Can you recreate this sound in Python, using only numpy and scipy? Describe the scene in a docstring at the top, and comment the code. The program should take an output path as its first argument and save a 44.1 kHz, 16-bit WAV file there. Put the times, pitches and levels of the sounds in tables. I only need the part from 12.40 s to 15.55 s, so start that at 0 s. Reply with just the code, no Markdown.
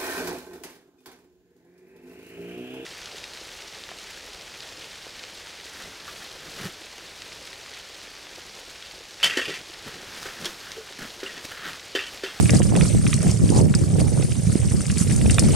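"""Countless leaves and twigs sizzle and crackle in a wildfire, and now and then wood bursts with a sharp pop.
Shaped noise makes the sizzle, random clicks the crackle, and short noisy cracks through resonances the pops.
Decaying noise scatters the snaps among undergrowth and trunks. Low noise is the draught, which rumbles
and buffets the microphone; gliding noise bands are tongues of flame. The recorder's treble lags slightly."""
import sys
import numpy as np
from scipy import signal
from scipy.fft import rfft, irfft
from scipy.io import wavfile
from scipy.ndimage import uniform_filter1d

SR = 44100
rng = np.random.default_rng(int(sys.argv[2]) if len(sys.argv) > 2 else 0)


def store_wav(level_fs):
    """Save 16-bit WAV to argv[1]."""
    pcm = np.round(np.clip(np.atleast_2d(level_fs), -1, 1) * 32767)
    wavfile.write(sys.argv[1], SR, pcm.T.astype(np.int16))


N = 138915
TIME = np.arange(N) / SR

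# strength of the fire's draught: t/s, level/dB before each layer's trim
DRAUGHT_LEVEL = [(0, -12.5), (.06, -22), (.5, -20), (.8, -23.5), (1.28, -20.5), (1.87, -23), (1.94, -25),
                 (2.22, -22.5), (2.55, -25), (2.9, -18), (3.14, -25)]
# treble colour of snapping wood and leaves: f/Hz, level/dB before scaling to unit energy
SNAP_SPECTRUM = [(300, -42), (1200, -15), (3500, -16.5), (5000, -1), (7000, -3.5), (9000, 3.5), (10500, -8),
                 (12500, -31), (16000, -76)]

# positive pans lean left, negative pans lean right
AIR_PAN_DB, SNAP_PAN_DB = -11.5, 3.5
EDDY_S = 0.0063  # time scale of the small eddies


def amp(db):
    """Turns decibels into a linear gain."""
    return 10 ** (np.asarray(db) / 20)


def evened(x):
    """Scales to unit rms."""
    return x / np.sqrt(np.mean(x ** 2) + 1e-20)


def read(points, hz):
    """Reads a spectrum on a log-frequency axis."""
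    f, value = np.transpose(points)
    return np.interp(np.log(hz + 1), np.log(f + 1), value)


def level(curve):
    """Gain over time from a (s, dB) curve."""
    return amp(np.interp(TIME, *np.transpose(curve)))


def swell(s, width):
    """A smooth rise and fall around time s."""
    return np.exp(-.5 * ((TIME - s) / width) ** 2)


def pan(db):
    """Left and right gains of constant power; db is left against right."""
    return evened(amp(np.array([[db], [-db]]) / 2))


def add(mix, s, sound):
    """Mixes a sound in at time s."""
    part = mix[:, round(s * SR):][:, :sound.shape[-1]]
    part += sound[..., :part.shape[1]]


def causal(gain_db, size=2048):
    """The sharpest (minimum-phase) click that has this spectrum, with unit energy."""
    mirrored = np.r_[gain_db, gain_db[-2:0:-1]]
    log_gain = mirrored * np.log(10) / 20
    minimum_phase = np.exp(np.conj(signal.hilbert(log_gain)))
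    click = np.fft.ifft(minimum_phase).real[:size // 2]
    return click / np.linalg.norm(click)


def wobble(seconds):
    """Smooth random motion of unit rms, drawn apart for each channel."""
    hz = np.fft.rfftfreq(N, 1 / SR)
    lowpass = np.exp(-(hz * seconds) ** 2)
    return evened(irfft(rfft(rng.standard_normal((2, N))) * lowpass, N))


def steadied(x, size=1500):
    """Takes the slow chance swings out of a noise and keeps its fast grain."""
    power = uniform_filter1d(uniform_filter1d((x ** 2).mean(0), size), size)
    return x / np.sqrt(abs(power) + 1e-12)


def noise(spectrum, likeness, patch_db, size):
    """Stereo noise of a given colour, with patches that drift in time and frequency."""
    hz = np.fft.rfftfreq(size, 1 / SR)
    hop = size // 4
    a, b, c, d, patches = rng.standard_normal((N // hop + 5, len(hz), 5)).T
    patches = uniform_filter1d(patches, size=7, axis=0)
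    patches = evened(uniform_filter1d(patches, size=8, axis=1))
    same = 0 if likeness is None else np.clip(read(likeness, hz), -1, 1)[:, None]
    left = a + 1j * b
    right = same * left + np.sqrt(1 - same ** 2) * (c + 1j * d)
    gain = amp(read(spectrum, hz)[:, None] + patch_db * patches)
    sound = signal.istft(np.array([left, right]) * gain, nperseg=size, noverlap=size - hop)[1]
    return evened(sound[:, :N])


def forest(x):
    """Adds quick scatter from the undergrowth and a thin tail from the trunks, as decaying noise."""
    t = TIME[:SR // 2]
    undergrowth = (-6.5, 0.02, .6)  # level/dB, time to fall 60 dB/s, share unlike on the two sides
    trunks = (-5.5, 0.053, .7)
    out = x.copy()
    for db, t60, apart in (undergrowth, trunks):
        tail = rng.standard_normal(len(t)) + apart * rng.standard_normal((2, len(t)))
        tail = tail * amp(-60 * t / t60) * (t > .0007)
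        tail /= np.linalg.norm(tail[0])
        out += amp(db) * signal.fftconvolve(x, tail, axes=1)[:, :x.shape[1]]
    return out


def rumble():
    """The draught rumbles in uneven puffs, its noise unrelated on the two sides."""
    # colour of the rumble: f/Hz, level/dB before scaling to unit rms
    rumble_spectrum = [(30, -16), (60, -5.5), (95, 1), (180, -0.5), (250, -13), (400, -21.5), (700, -38),
                       (1200, -45.5), (3000, -72)]
    trim_db, pan_db, patch_db = 4.5, -3.5, 2.5
    buffet_db, buffet_s = 3.5, 0.018
    air = noise(rumble_spectrum, None, patch_db, size=2048)
    air = steadied(air * amp(buffet_db * wobble(buffet_s)[0]), size=5000)
    return amp(trim_db) * level(DRAUGHT_LEVEL) * pan(pan_db) * air


def gusts():
    """Each gust is a low push on both sides and a brighter flutter of eddies, mostly right, that never quite stops."""
    # gusts breaking up on the microphone: peak t/s, half width/s, push level/dB, flutter level/dB before trim
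    gust_events = [(0.14, 0.031, -12, -26), (0.362, 0.036, -15.5, -23.5), (.53, 0.036, -23.5, -33.5),
                   (0.65, 0.022, -13.5, -53), (0.875, 0.034, -20.5, -26), (1.04, 0.0042, -8.5, -25),
                   (1.16, 0.057, -17.5, -20.5), (1.227, 0.014, -14.5, -23), (1.606, 0.036, -19.5, -28.5),
                   (1.779, 0.058, -26.5, -31.5), (2.347, 0.0084, -18, -31), (2.72, 0.016, -21, -48),
                   (2.869, 0.04, -15, -34), (3.092, 0.077, -14, -27.5)]
    # colour of the push: f/Hz, level/dB before levelling
    push_spectrum = [(40, -8), (100, 1), (180, -3), (300, -11), (500, -33.5), (1000, -70), (3000, -73)]
    # colour of the flutter: f/Hz, level/dB before levelling
    flutter_spectrum = [(100, -12.5), (300, 5), (500, 3.5), (800, -10), (1150, -29.5), (1700, -28.5),
                        (4000, -55)]
    patch_db, flutter_pan_db, eddy_db = 4.5, -7, 7
    flutter_trim_db = -1
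    steady_flutter_db = -15  # between the gusts, against the draught
    push = steadied(noise(push_spectrum, None, patch_db, size=1024), size=900)
    flutter = noise(flutter_spectrum, None, patch_db, size=512)
    flutter = steadied(flutter * amp(eddy_db * wobble(EDDY_S)), size=1500)
    flutter = pan(flutter_pan_db) * flutter
    out = amp(steady_flutter_db) * level(DRAUGHT_LEVEL) * flutter
    for s, width, push_db, flutter_db in gust_events:
        gust = amp(push_db) * push + amp(flutter_db + flutter_trim_db) * flutter
        out += swell(s, width) * gust
    return out


def knocks():
    """A single eddy hits the microphone: a damped low push with a ragged wake, brighter the smaller the eddy."""
    # single eddies: t/s, peak level/dB before panning, top of the spectrum f/Hz
    knock_events = [(0.2031, -5.5, 780), (.211, -3, 304), (1.101, -5.5, 376), (2.068, -6.5, 170),
                    (2.155, -7.5, 540)]
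    centre_hz, width_hz = 125, 210
    wake_db = -24.5  # ragged air behind each knock
    out = np.zeros((2, N))
    hz = np.fft.rfftfreq(4096, 1 / SR) + 1
    for s, db, top_hz in knock_events:
        detuning = (hz ** 2 - centre_hz ** 2) / (hz * width_hz)
        loss = (1 + detuning ** 2) * (1 + (hz / top_hz) ** 8)
        push = causal(np.maximum(-10 * np.log10(loss), -100), size=4096)
        t = TIME[:len(push)]
        wake = amp(wake_db) * rng.standard_normal(len(t)) * np.exp(-t / EDDY_S)
        push = signal.fftconvolve((t == 0) + wake, push)
        add(out, s, pan(AIR_PAN_DB) * amp(db) * push / abs(push).max())
    return out


def whooshes():
    """A tongue of flame roars in one broad, gliding resonance."""
    # tongues of flame: peak t/s, half width/s, level/dB, pitch at the peak f/Hz, glide/(Hz per s)
    flame_tongues = [(.35, 0.014, -36, 940, -2000), (.868, 0.011, -34, 665, 5000),
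                     (1.18, 0.037, -30.5, 830, -1800)]
    width_hz = 320
    out = np.zeros((2, N))
    band = signal.butter(2, width_hz / 2, fs=SR, output="sos")
    for s, width, db, hz, glide in flame_tongues:
        # shift the noise down, low-pass it, and shift it back up around the gliding pitch
        turn = np.exp(2j * np.pi * np.cumsum(hz + glide * (TIME - s)) / SR)
        roar = (turn * signal.sosfilt(band, rng.standard_normal((2, N)) / turn)).real
        out += amp(db) * swell(s, width) * steadied(pan(AIR_PAN_DB) * roar)
    return out


def crackle(kinds=24):
    """Twigs and leaves snap at random: many faint, a few strong, each kind with its own colour and place."""
    # average colour of the clicks: f/Hz, level/dB before scaling to unit energy
    crackle_spectrum = [(400, -43), (1200, -5.5), (1900, -7), (2450, -4), (3500, -7.5), (5000, -2),
                        (7000, -2.5), (9000, 0), (10500, -18), (12500, -50), (16000, -56)]
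    trim_db, clicks_per_s, pan_spread_db = -1, 900, 7.5
    spread_db, strength_cap, colour_db = 8.5, 3.14, 8
    out = np.zeros((2, N))
    hz = np.fft.rfftfreq(2048, 1 / SR)
    for _ in range(kinds):
        chance = rng.random(N)
        strength = np.minimum(rng.exponential(1, N), strength_cap)
        clicks = (chance < clicks_per_s / kinds / SR) * amp(spread_db * strength)
        colour = evened(uniform_filter1d(rng.standard_normal(len(hz)), size=50))
        click = causal(read(crackle_spectrum, hz) + colour_db * colour)
        place = pan(pan_spread_db * rng.standard_normal())
        click = forest(place * np.pad(click, (0, SR // 10)))
        out += signal.oaconvolve(clicks[None], click, axes=1)[:, :N]
    return amp(trim_db) * evened(out)


def foliage():
    """Near crackles over the fused sizzle of the fire front; both surge when a clump of leaves catches."""
    # level of sizzle and crackle: t/s, level/dB before their trims;
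    # at 0.2 s a wind buffet overloads the microphone and chokes them
    foliage_level = [(0, -33), (.09, -36), (.203, -50), (.225, -34.5), (.32, -43), (.45, -36.5),
                     (.6, -38.5), (1.02, -40.5), (1.2, -36.5), (1.275, -45.5), (1.4, -38.5), (1.52, -44),
                     (1.62, -40), (2.49, -40), (2.65, -37.5), (3.14, -35)]
    # clumps of leaves flaring up: peak t/s, half width/s, level/dB before the same trims
    flare_events = [(.148, 0.031, -31), (0.367, 0.015, -36.5), (.44, 0.058, -37.5), (.7, 0.049, -39.5),
                    (0.864, 0.044, -37.5), (1.171, 0.0088, -30.5), (1.595, 0.012, -34),
                    (1.84, 0.025, -43.5), (2.122, 0.012, -36.5), (2.308, 0.02, -39.5),
                    (2.594, 0.027, -31.5), (2.717, 0.014, -31.5), (2.96, 0.066, -47), (3.1, 0.054, -49)]
    # colour of the sizzle: f/Hz, level/dB before scaling to unit rms
    sizzle_spectrum = [(500, -46), (1200, -16.5), (1900, -9), (2450, -11), (3600, -11.5), (4700, -9.5),
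                       (7500, -5), (8800, 1.5), (9600, -2), (10800, -12), (14000, -29.5), (16000, -62)]
    # likeness of the two sides: f/Hz, left-right correlation/1
    side_likeness = [(500, 1), (2000, 0.6), (4000, 0.76), (7000, 0.57), (10000, 0.26), (15000, .1)]
    sizzle_db, patch_db, pan_db = 2.1, 3.5, 0.5
    flare_power = sum((amp(db) * swell(s, width)) ** 2 for s, width, db in flare_events)
    gain = np.sqrt(level(foliage_level) ** 2 + flare_power)
    sizzle = amp(sizzle_db) * noise(sizzle_spectrum, side_likeness, patch_db, size=256)
    return gain * pan(pan_db) * (sizzle + crackle())


def leaves():
    """Dry leaves close by burst with a thin snap and no ring of wood."""
    # dry leaves snapping: t/s, level/dB of the tearing noise at its start, before colour and scatter
    leaf_events = [(.181, -20), (.818, -22.5), (1.152, -24), (2.397, -26), (2.752, -23), (2.9327, -17)]
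    tear_s = 0.0017
    out, t = np.zeros((2, N)), TIME[:SR // 5]
    snap = causal(read(SNAP_SPECTRUM, np.fft.rfftfreq(2048, 1 / SR)))
    for s, db in leaf_events:
        tear = rng.standard_normal(len(t)) * np.exp(-t / tear_s)
        crack = signal.fftconvolve(tear, snap)[:len(t)]
        add(out, s, forest(pan(SNAP_PAN_DB) * amp(db) * crack))
    return out


def pops():
    """Each pop is one crack and a short spray of splinters, ringing in the wood and snapping in the treble."""
    # bursting wood: t/s, body level/dB, snap level/dB before trim, body pitch f/Hz, splitting time/s
    wood_bursts = [(0.0574, -26.5, -35, 2400, 0.0035), (0.0949, -13.5, -9, 2330, 0.0012),
                   (0.2195, -28, -21, 2140, 0.0037), (.353, -24.5, -16, 1400, 0.002),
                   (0.3623, -16, -38, 2600, 0.00049), (0.4108, -8, -16, 2140, 0.00018),
                   (0.667, -17.5, -14.5, 2340, 0.0011), (0.73, -18, -12, 2340, 0.0017),
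                   (0.903, -26, -10.5, 2480, 0.00057), (1.0912, -24.5, -15.5, 3100, 0.0012),
                   (1.3403, -20, -9, 1450, 0.0012), (1.6014, -22, -36, 2410, 0.00063),
                   (1.825, -22.5, -19, 2410, 0.00039), (2.4065, -28, -18, 1620, 0.0014),
                   (2.456, -33, -16.5, 2190, 0.00074), (2.5, -22, -29, 2350, 0.001),
                   (2.5048, -27.5, -18, 2560, 0.0019), (2.5724, -21.5, -7, 2660, 0.00039),
                   (2.699, -27.5, -17.5, 2230, 0.0011), (2.8139, -20.5, -28, 2280, 0.00044),
                   (2.8979, -22, -14, 2480, 0.0041), (2.9844, -19.5, -16.5, 2520, 0.0054),
                   (2.9836, -14, -4, 980, 0.0015)]
    # thin twigs cracking: t/s, level/dB of body and of snap before trim
    twig_cracks = [(.8835, -33), (1.9208, -24.5), (2.216, -31), (2.862, -22.5), (3.0532, -25.5),
                   (3.1326, -28.5)]
    twig_hz, twig_split_s = 2600, 0.00079  # all twigs are of one size
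    body_width_hz, body_low_hz, body_high_hz = 1090, 830, 5930  # the ring carries only from low to high
    body_pan_db, snap_trim_db = -3, -4.5
    body_spray_db, snap_spray_db = -11, 2  # splinters against the first crack
    out, t = np.zeros((2, N)), TIME[:SR // 5]
    hz = np.fft.rfftfreq(2048, 1 / SR)
    snap = causal(read(SNAP_SPECTRUM, hz))
    rolloff = 1 + (body_low_hz / (hz + 1)) ** 6 + (hz / body_high_hz) ** 8
    twigs = [(s, db, db, twig_hz, twig_split_s) for s, db in twig_cracks]
    for s, body_db, snap_db, pitch, split_s in list(wood_bursts) + twigs:
        detuning = (hz ** 2 - pitch ** 2) / ((hz + 1) * body_width_hz)
        body = causal(np.maximum(-10 * np.log10((1 + detuning ** 2) * rolloff), -100))
        layers = ((body, body_db, body_spray_db, body_pan_db),
                  (snap, snap_db + snap_trim_db, snap_spray_db, SNAP_PAN_DB))
        sound = np.zeros((2, len(t)))
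        for ring, db, spray_db, side_db in layers:
            spray = rng.standard_normal(len(t)) * np.exp(-t / split_s) / np.sqrt(SR / 2000)
            crack = signal.fftconvolve((t == 0) + amp(spray_db) * spray, ring)[:len(t)]
            # slower splitting carries more energy
            crack = crack / np.linalg.norm(crack) * np.sqrt(split_s * SR / 2)
            sound += pan(side_db) * amp(db) * crack
        add(out, s, forest(sound))
    return out


def scene():
    """The fire, reaching the left side a little earlier, and the moving air."""
    right_lag_s = .000007
    fire = foliage() + pops() + leaves()
    hz = np.fft.rfftfreq(N, 1 / SR)
    fire[1] = irfft(rfft(fire[1]) * np.exp(-2j * np.pi * hz * right_lag_s), N)
    return fire + whooshes() + rumble() + gusts() + knocks()


def record(dry):
    """A low cut; the treble comes out a little later than the rest; then full-scale clipping and the band limit."""
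    low_cut_hz, split_hz, edge_hz = 58, 4100, 15700
    treble_lag_s = .0106
    x = signal.sosfilt(signal.butter(2, low_cut_hz, "high", fs=SR, output="sos"), dry)
    low = signal.oaconvolve(x, signal.firwin(301, split_hz, fs=SR)[None], "same")
    treble = np.roll(x - low, round(treble_lag_s * SR), axis=1)  # the end wraps to the start
    out = np.clip(low + treble, -1, 1)
    band_limit = signal.firwin(511, edge_hz, window=("kaiser", 9), fs=SR)
    return signal.oaconvolve(out, band_limit[None], "same")


dry = scene()
out = record(dry)
store_wav(out)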